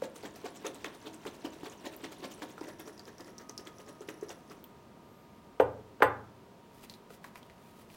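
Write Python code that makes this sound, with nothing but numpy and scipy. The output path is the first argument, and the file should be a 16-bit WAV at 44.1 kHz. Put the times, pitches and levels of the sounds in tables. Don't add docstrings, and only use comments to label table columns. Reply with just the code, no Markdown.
import sys
import numpy as np
from scipy import signal
from scipy.fft import rfft, irfft
from scipy.io import wavfile
from scipy.ndimage import uniform_filter1d

SR = 44100
rng = np.random.default_rng(int(sys.argv[2]) if len(sys.argv) > 2 else 0)


def file_out(sig):
    cols = np.atleast_2d(sig).T
    lim = np.clip(cols, -1, 1)
    pcm = np.round(lim * 32767).astype(np.int16)
    wavfile.write(sys.argv[1], SR, pcm)


N = 351036
TIME = np.arange(N) / SR


def amp(db):
    return 10 ** (np.asarray(db) / 20)


def unit(x):
    return x / np.sqrt(np.mean(x ** 2) + 1e-20)


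def read(points, hz):
    f, value = np.transpose(points)
    return np.interp(np.log(hz + 1), np.log(f + 1), value)


def add(mix, s, sound):
    part = mix[max(round(s * SR), 0):][:len(sound)]
    part += sound[:len(part)]


def noise(spectrum):
    colour = amp(read(spectrum, np.fft.rfftfreq(N, 1 / SR)))
    return unit(irfft(rfft(rng.standard_normal(N)) * colour, N))


def drift(per_s):
    lowpass = np.exp(-(np.fft.rfftfreq(N, 1 / SR) / per_s) ** 2)
    return unit(irfft(rfft(rng.standard_normal(N)) * lowpass, N))


def pulse(colour_db, size=4096):
    log_gain = np.log(amp(colour_db(abs(np.fft.fftfreq(size, 1 / SR)))))
    return np.fft.ifft(np.exp(np.conj(signal.hilbert(log_gain)))).real


def ring(modes, damping):
    t = TIME[:SR // 2]
    return sum(amp(db) * np.exp(-np.log(1000) * damping * t / t60) * np.sin(2 * np.pi * hz * t)
               for hz, db, t60 in modes)


# frequency in Hz, t60 in seconds.
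ROOM_DECAY = [(100, 0.95), (400, 0.39), (1200, 0.41), (2800, 0.27), (6000, 0.15), (14000, 0.17)]
def kitchen(x, wet_db, gap_s):
    onset = np.clip(TIME[:SR] / gap_s - 1, 0, 1)
    taps = rng.choice([-1., 1.], SR) * (rng.random(SR) < 4000 / SR) * onset
    hz, s, spectra = signal.stft(taps, SR, nperseg=256)
    fade = np.exp(-np.log(1000) * s / read(ROOM_DECAY, hz)[:, None])
    tail = signal.istft(spectra * fade, SR, nperseg=256)[1]
    return x + amp(wet_db) * signal.fftconvolve(x, tail / np.linalg.norm(tail))[:N]


# frequency in Hz, relative level in dB.
ROOM_TONE = [(15, -66), (25, -26), (50, -13.5), (223, -2.5), (317, -9), (394, -5), (489, -12), (677, -10.5),
             (840, -16.5), (962, -13), (1260, -20), (1480, -22.5), (2110, -25), (3250, -28), (12500, -41.5),
             (16000, -38)]
# pitch in Hz, rms level in dB.
HUM_LINES = [(398.4, -84), (942.1, -69), (990.5, -96)]
def background(floor_db=-56.0, waver_hz=4):
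    hum = np.zeros(N)
    for hz, db in HUM_LINES:
        pitch = hz + waver_hz * drift(per_s=28.3)
        hum += amp(db) * unit(np.sin(2 * np.pi * np.cumsum(pitch) / SR))
    return amp(floor_db) * noise(ROOM_TONE) + hum


# time in seconds, pitch in Hz, rms level in dB.
WHINE_PATH = [(3.2, 1262, -95), (3.5, 1240, -62.5), (4.2, 1240, -71), (5.2, 1218, -69.5), (6.5, 1225, -78),
              (7.9, 1251, -72.5)]
WHISTLE_PATH = [(4.98, 9250, -92), (5.05, 11550, -87), (5.1, 13000, -79), (5.2, 12400, -78),
                (5.28, 11650, -89), (5.36, 11950, -82), (5.42, 10300, -89), (5.55, 8780, -96)]
def faint_tone(path, waver_hz, per_s):
    s, hz, db = np.transpose(path)
    pitch = np.interp(TIME, s, hz) + waver_hz * drift(per_s)
    level = np.interp(TIME, s, amp(db), left=0) * (TIME < s[-1])
    return level * np.sqrt(2) * np.sin(2 * np.pi * np.cumsum(pitch) / SR)


def ticks(rows, sharpness, skirt_db, bounce_s, level_db):
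    out = np.zeros(N)
    for (s, db, hz), gaps in zip(rows, rng.uniform(.5, 1.5, (len(rows), 3))):
        def colour_db(f):
            resonance = 1 / np.hypot(1, sharpness * ((f + 1) / hz - hz / (f + 1)))
            return 20 * np.log10(resonance + amp(skirt_db) * f / (f + hz))
        tick = pulse(colour_db, size=1024)
        for k, delay in enumerate(np.cumsum([0, *gaps]) * bounce_s):
            add(out, s + delay, amp(db + level_db) * .5 ** k * tick / abs(tick).max())
    return out


# start in seconds, relative level in dB, pitch in Hz.
SOFT_CLICKS = [(6.8979, -34.5, 4250), (6.939, -41, 3950), (7.104, -47, 1350), (7.106, -41, 424),
               (7.2431, -37.5, 1700), (7.2462, -37.5, 1030), (7.3578, -41, 2200), (7.357, -39, 1010),
               (7.43, -46, 3370), (7.499, -47, 2026), (7.9014, -47, 2480)]
def soft_clicks():
    return ticks(SOFT_CLICKS, sharpness=5.8, skirt_db=-46, bounce_s=0.0036, level_db=3.0)


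# centre in seconds, level in dB, half length in seconds.
SLEEVE_STROKES = [(6.794, -65, 0.053), (6.843, -53, 0.011), (7.138, -58, 0.021), (7.683, -65.5, 0.073),
                  (7.802, -63, 0.034), (7.944, -60.5, 0.035)]
# frequency in Hz, relative level in dB.
CLOTH_COLOUR = [(300, 8.5), (1200, 1), (3000, 1.5), (7000, -4), (11000, -3.5), (15500, -4.5)]
def sleeve(grain_db=2.5, brush_db=-24, brush_lag_s=0.018, brush_half_s=0.019):
    brushes = [(s + brush_lag_s, db + brush_db, brush_half_s) for s, db, _ in SOFT_CLICKS]
    power = sum(amp(db) ** 2 * np.exp(-((TIME - s) / half) ** 2)
                for s, db, half in SLEEVE_STROKES + brushes)
    return amp(grain_db * drift(per_s=180)) * np.sqrt(power) * noise(CLOTH_COLOUR)


def chatter(length_s, passes=6):
    age = TIME[:SR // 10] / length_s
    shape = np.sqrt(age) * np.exp(-age)
    burst = rng.standard_normal(len(age)) * shape
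    for _ in range(passes):
        whitened = irfft(np.exp(1j * np.angle(rfft(burst))), len(age))
        burst = whitened * np.sqrt(shape)
    return burst / np.linalg.norm(burst)


def bending(x, lag_s=0.00307, corner_hz=750):
    hz = np.fft.rfftfreq(len(x), 1 / SR)
    delay = lag_s / (1 + (hz / corner_hz) ** 4)
    return irfft(rfft(x) * np.exp(-2j * np.pi * np.cumsum(delay) * hz[1]), len(x))


# delay at the microphone in seconds, gain.
NEAR_SURFACES = [(.0042, 0.46), (.0075, 0.56)]
def close_echoes(x):
    out = x.copy()
    for delay, gain in NEAR_SURFACES:
        add(out, delay, gain * x)
    return out


# start in seconds, then blow, treble from the hardness
# of the contact and glass ring, all in relative dB.
LANDINGS = [(5.5978, 1.5, -6, -41.5), (6.003, -18, -6, -78), (6.0155, -20, -5, -64),
            (6.0208, 2.5, 6.5, -30)]
# frequency in Hz, relative level in dB.
BLOW_COLOUR = [(25, -63), (55, -7.5), (110, -18), (200, -27.5), (330, -3), (470, 3), (640, -3), (770, 5.5),
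               (1000, 1), (1220, -2.5), (1550, -4.5), (2100, -14.5), (3000, -20), (4500, -34.5),
               (8000, -53), (15000, -47)]
# pitch in Hz, relative level in dB, t60 in seconds before damping.
JAR_ON_COUNTER = [(307, -3.5, 0.2), (441, 0, 0.22), (478, -2.5, 0.24), (521.6, -0.5, 0.28),
                  (520, 4.5, 0.071), (570, -5.5, 0.22), (860, -11.5, 0.42), (852, -7, 0.38),
                  (960, -14, 0.23), (1033, -4.5, 0.19), (1136, -55, 0.11), (1335, -29.5, 0.98),
                  (1526, -3.5, 0.087), (1956, -20, 0.22)]
GLASS_WALL = [(3120, -7, 0.048), (3530, -18, 0.5), (4700, -17, 0.11), (6170, -14.5, 0.11),
              (7500, -25, 0.21), (8440, -12.5, 0.13), (9670, -16.5, 0.095), (12450, -10.5, 0.12),
              (12920, -28, 0.16), (14300, -15, 0.13)]
CUPBOARD = [(83.8, -3, 0.7), (111, -0.5, 0.83), (130.2, -1, 0.44)]
def set_down(blow_db=16.0, body_db=-26, boom_db=-43, boom_swell_s=0.0098, settle_s=0.0039):
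    blows, cupboard = np.zeros(N), np.zeros(N)
    glass, boom = ring(GLASS_WALL, damping=1.95), ring(CUPBOARD, damping=0.87)
    boom *= 1 - np.exp(-TIME[:len(boom)] / boom_swell_s)
    treble_share = [(400, -0.3), (900, 0.51), (1600, 1), (3000, 0.79), (6000, 0.31)]
    bass_cut = signal.butter(3, 300, "high", fs=SR, output="sos")
    for s, db, treble_db, glass_db in LANDINGS:
        hardness = lambda f: treble_db * read(treble_share, f)
        contact = pulse(lambda f: read(BLOW_COLOUR, f) + hardness(f))
        blow = signal.fftconvolve(chatter(length_s=0.00315), contact)
        add(blows, s, amp(db + blow_db) * close_echoes(bending(blow)))
        add(blows, s + settle_s, amp(glass_db) * signal.fftconvolve(glass, chatter(length_s=0.0018)))
        body = ring([(hz, level + hardness(hz), t60) for hz, level, t60 in JAR_ON_COUNTER], damping=1.34)
        add(blows, s + .0025, amp(db + body_db) * signal.sosfilt(bass_cut, body))
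        add(cupboard, s, amp(db + boom_db) * boom)
    return kitchen(blows, wet_db=-10.0, gap_s=0.0048) + cupboard


# time in seconds, tilt from 0 to 1.
JAR_TILT = [(2.45, 0.086), (2.75, 1), (4.25, 0.96), (4.6, 0.6)]
SHAKE_END_S = JAR_TILT[-1][0]
def tilt_at(s):
    return np.interp(s, *np.transpose(JAR_TILT))


# pitch in Hz, relative level in dB, t60 in seconds.
LID_RING = [(1880, -32, 0.021), (5400, -11, 0.0076), (5780, -10, 0.03), (10530, -7, 0.01)]
def lid_taps(per_s=120, level_db=2, spread_db=4.0, upright_db=-9, scatter=0.03):
    stir = surge(SPRAY, lag_s=0.004, fall_s=0.071, drain_s=.06, drain_db=-26)
    stir *= amp(upright_db * (1.5 - tilt_at(TIME)))
    out, t = np.zeros(N), TIME[:SR // 50]
    hz, db, t60 = np.transpose(LID_RING)[..., None]
    times = np.cumsum(rng.exponential(1, 900)) / per_s
    hits = rng.random((len(times), len(hz) + 1))
    detunes = rng.standard_normal((len(times), len(hz), 1))
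    for s, (size, *spot), detune in zip(times, hits, detunes):
        if s < SHAKE_END_S:
            pitch = hz * (1 + scatter * detune)
            modes = amp(db) * np.exp(-np.log(1000) * t / t60) * np.sin(2 * np.pi * pitch * t)
            level = stir[int(s * SR)] * amp(level_db + spread_db * min(-np.log(size), 2.5))
            add(out, s, level * (np.array(spot) @ modes))
    return out


def leading_berries(level_db=-47, lid_hz=5600, scatter=0.1, lead_s=0.0074):
    draws = rng.random((len(HAND_STROKES), 3))
    return [(s - lead_s * 2 * ahead, level_db + 10 * (size - .5),
             lid_hz * np.exp(scatter * (2 * spot - 1)))
            for (s, *_), (ahead, size, spot) in zip(HAND_STROKES, draws) if tilt_at(s) > .5]


# start in seconds, relative level in dB,
# pitch in Hz.
LOUD_TICKS = [(0.2296, -44, 4600), (0.6664, -27, 6400), (0.7457, -37.5, 7860), (0.844, -36, 6370),
              (1.1442, -39, 7900), (1.6985, -39, 6750), (1.965, -34, 13800), (2.797, -36, 13100),
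              (2.9951, -37, 4700), (3.2065, -42, 5050), (3.382, -35.5, 5600), (3.4954, -30.5, 6000),
              (3.5783, -27.5, 5300), (3.6719, -38.5, 3300), (4.293, -35.5, 6000), (4.6412, -33, 14400),
              (4.642, -46, 3200)]
def berry_ticks():
    rows = LOUD_TICKS + leading_berries()
    return ticks(rows, sharpness=10.7, skirt_db=-54, bounce_s=0.0028, level_db=0.5)


def droplets(per_s=70, level_db=-6, low_hz=5500, high_hz=10500, cycles=7):
    froth = surge(SPRAY, lag_s=0.0027, fall_s=0.015, drain_s=0.13, drain_db=-8) * (1 - tilt_at(TIME))
    out, t = np.zeros(N), TIME[:SR // 100]
    times = np.cumsum(rng.exponential(1, 400)) / per_s
    for s, (size, radius) in zip(times, rng.random((len(times), 2))):
        if s < SHAKE_END_S:
            hz = high_hz * (low_hz / high_hz) ** radius
            age = t * hz / cycles
            pop = np.sqrt(age) * np.exp(-age) * np.sin(2 * np.pi * hz * t)
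            add(out, s, froth[int(s * SR)] * amp(level_db + 20 * size) * pop)
    return out


# start in seconds, level in dB, first and last pitch in Hz.
WET_SMACKS = [(0.0195, -38, 1420, 784), (0.233, -40.5, 1230, 560), (0.6462, -40.5, 3140, 600),
              (0.8439, -31, 3340, 1027), (1.252, -39, 1680, 690), (1.632, -39.5, 1240, 700),
              (2.42, -35, 2310, 720), (2.579, -41, 1570, 1200), (2.613, -42, 1300, 482),
              (4.087, -38.5, 3300, 2460), (4.303, -46, 3240, 2530)]
def smacks(plunge_s=0.0023, swell_s=0.0015):
    out, t = np.zeros(N), TIME[:SR // 20]
    envelope = np.sqrt(t / swell_s) * np.exp((1 - t / swell_s) / 2)
    for s, db, first_hz, last_hz in WET_SMACKS:
        phase = 2 * np.pi * np.cumsum(last_hz + (first_hz - last_hz) * np.exp(-t / plunge_s)) / SR
        grit = unit(uniform_filter1d(rng.standard_normal((2, len(t))), size=24))
        tear = (.7 + .5 * grit[0]) * np.sin(phase) + .5 * grit[1] * np.cos(phase)
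        add(out, s, amp(db) * envelope * tear)
    return out


# time in seconds, centre pitch in Hz.
POCKET_PITCH = [(0, 524), (0.25, 428.5), (1.26, 410), (1.45, 335), (2.5, 343), (4.25, 395.4)]
def gulps(level_db=-2, sag=0.1, swell_s=0.0028):
    out, age = np.zeros(N), TIME[:SR // 10] / swell_s
    sinking = 1 + sag * (2 * np.exp(-age / 2) - 1)
    for s, _, _, db in HAND_STROKES:
        hz = np.interp(s, *np.transpose(POCKET_PITCH))
        phase = 2 * np.pi * np.cumsum(hz * sinking) / SR
        add(out, s, amp(db + level_db) * age * np.exp(1 - age) * np.sin(phase))
    return out


# start in
# seconds, strength in dB, time to the crest in seconds, gulp in relative dB.
HAND_STROKES = [(0.0224, -2.5, 0.018, -23), (0.233, -1, 0.022, -38), (0.4422, -0.5, 0.018, -31.5),
                (0.6462, 3.5, 0.017, -33.5), (0.8436, -2, 0.018, -35.5), (1.048, -2, 0.022, -48),
                (1.26, 0, 0.0096, -31), (1.445, 0, 0.0086, -33), (1.632, -1.5, 0.03, -32.5),
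                (1.842, 0, 0.023, -41), (2.0346, 1, 0.01, -33), (2.2265, 1, 0.021, -37),
                (2.4194, -1, 0.0096, -38.5), (2.581, -12, 0.005, -80), (2.612, -3, 0.028, -30.5),
                (2.661, 0.5, 0.029, -46), (2.795, 6, 0.0031, -45), (2.859, 2.5, 0.022, -46),
                (2.985, -5.5, 0.013, -67), (3.066, 1, 0.014, -51), (3.188, 0, 0.019, -56),
                (3.252, -2, 0.03, -52), (3.386, -2.5, 0.025, -60), (3.4924, -1.5, 0.008, -40),
                (3.5921, 0, 0.0057, -40), (3.662, 2, 0.0089, -48), (3.79, -1, 0.012, -64),
                (3.871, 0.5, 0.017, -45), (4.008, -1, 0.01, -37), (4.085, 6, 0.006, -33),
                (4.2261, -1.5, 0.0036, -26.5), (4.2886, 4.5, 0.02, -51), (4.504, -1, 0.011, -61)]
# time in seconds, delay in seconds, strength in dB.
FLY_BACK = [(0, 0.14, 3.5), (1.1, 0.089, -1.5), (2.2, 0.09, 5), (2.45, 0.078, -2)]
# large bubbles, splash and fine spray, in relative dB.
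UPRIGHT_MIX = (-42, -43.5, -50.5)
SIDEWAYS_MIX = (-51.5, -66, -54)
REBOUND_MIX = (-57.5, -66, -52.5)
RUSH_MIX = (-60.5, -62, -64)
MIX_GROWTH = (0.67, 1.18, 1)
LARGE, SPLASH, SPRAY = range(3)
def splashes(rise_s=0.0019, rise_share=0.31, rebound_rise_s=0.0062, rush_lead_s=0.023, rush_rise_s=0.016):
    when, delays, strengths = np.transpose(FLY_BACK)
    growth = np.array(MIX_GROWTH)
    for s, strength_db, build_s, _ in HAND_STROKES:
        tilt = tilt_at(s)
        mix = (1 - tilt) * np.array(UPRIGHT_MIX) + tilt * np.array(SIDEWAYS_MIX)
        yield s + build_s, mix + strength_db * growth, rise_s + rise_share * build_s
        if tilt < .2:
            rebound = np.array(REBOUND_MIX) + np.interp(s, when, strengths) * growth
            yield s + np.interp(s, when, delays), rebound, rebound_rise_s
            yield s - rush_lead_s, RUSH_MIX, rush_rise_s


def surge(kind, lag_s, fall_s, drain_s, drain_db, cusp=1.26, lead_s=0.0047):
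    power = np.zeros(N)
    for s, levels_db, rise in splashes():
        crest = s + lag_s - lead_s
        start = max(crest - 4 * rise, 0)
        t = TIME[:SR // 3] + start - crest
        after = np.maximum(t, 0)
        build = np.exp(-((after - t) / rise) ** cusp)
        decay = np.exp(-after / fall_s) + amp(drain_db) ** 2 * np.exp(-after / drain_s)
        add(power, start, amp(levels_db[kind]) ** 2 * build * decay)
    return np.sqrt(power)


# pitch in Hz, relative level in dB.
BUBBLE_COLOUR = [(130, -24), (220, -5.5), (320, 2.5), (480, 1.5), (680, -3.5), (950, -0.5), (1400, -2),
                 (2000, -1.5), (3200, 2), (5000, -2.5), (7500, -3), (11000, -11.5), (15500, -4)]
# centre in Hz, width in Hz,
# boost in dB.
SIDEWAYS_PEAKS = [(1288, 39, 23), (1724, 233, 13), (5710, 270, 10.5), (10400, 1400, 1)]
def slosh(sizes=56, low_per_s=120, high_per_s=230, spread_db=4.5, cycles=2.9, glide=0.039, level_db=-10):
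    large = surge(LARGE, lag_s=0.001, fall_s=0.0078, drain_s=0.24, drain_db=-20)
    splash = surge(SPLASH, lag_s=0.0038, fall_s=0.0068, drain_s=0.26, drain_db=-25.5)
    spray = surge(SPRAY, lag_s=0.0064, fall_s=0.0069, drain_s=0.21, drain_db=-19.5)
    out, length = np.zeros(N), int(5.2 * SR)
    tilt = tilt_at(TIME[:length])
    for hz in np.geomspace(130, 15500, sizes):
        t = TIME[:int(6 * cycles / hz * SR) + 8]
        age = t * hz / cycles
        envelope = np.exp(-age) * (1 - np.exp(-3 * age))
        bubble = envelope * np.sin(2 * np.pi * hz * t * (1 + glide * (age - 1)))
        per_s = read([(300, low_per_s), (6000, high_per_s)], hz)
        at = np.flatnonzero(rng.random(length) < per_s / SR)
        sign, heft = rng.random((2, length), dtype=np.float32)[:, at]
        births = np.zeros(length)
        births[at] = np.sign(sign - .5) * amp(spread_db * np.minimum(-np.log1p(-heft), 3))
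        births = unit(births)
        small, fine = read([(750, 0.021), (1600, 0.98)], hz), read([(3800, 0.41), (7500, 0.81)], hz)
        level = large[at] ** (1 - small) * (splash[at] ** (1 - fine) * spray[at] ** fine) ** small
        side_db = sum(db * np.exp(-((hz - f) / width) ** 2) for f, width, db in SIDEWAYS_PEAKS)
        births[at] *= level * amp(read(BUBBLE_COLOUR, hz) + side_db * tilt[at])
        add(out, 0, signal.oaconvolve(births, bubble / np.linalg.norm(bubble)))
    return amp(level_db) * out


def scene():
    liquid = kitchen(slosh() + gulps() + smacks() + droplets(), wet_db=-9.5, gap_s=0.0035)
    berries = lid_taps() + berry_ticks()
    handling = sleeve() + soft_clicks()
    small_sounds = kitchen(berries + handling, wet_db=-10, gap_s=0.00063)
    whistle = faint_tone(WHISTLE_PATH, waver_hz=158, per_s=550)
    whine = faint_tone(WHINE_PATH, waver_hz=10.96, per_s=51)
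    return (liquid + small_sounds + whistle + whine + set_down() + background())[None]


def record(dry):
    lowpass = signal.firwin(511, 16100, window=("kaiser", 9), fs=SR)
    return signal.oaconvolve(dry, lowpass[None], "same")


dry = scene()
out = record(dry)
file_out(out)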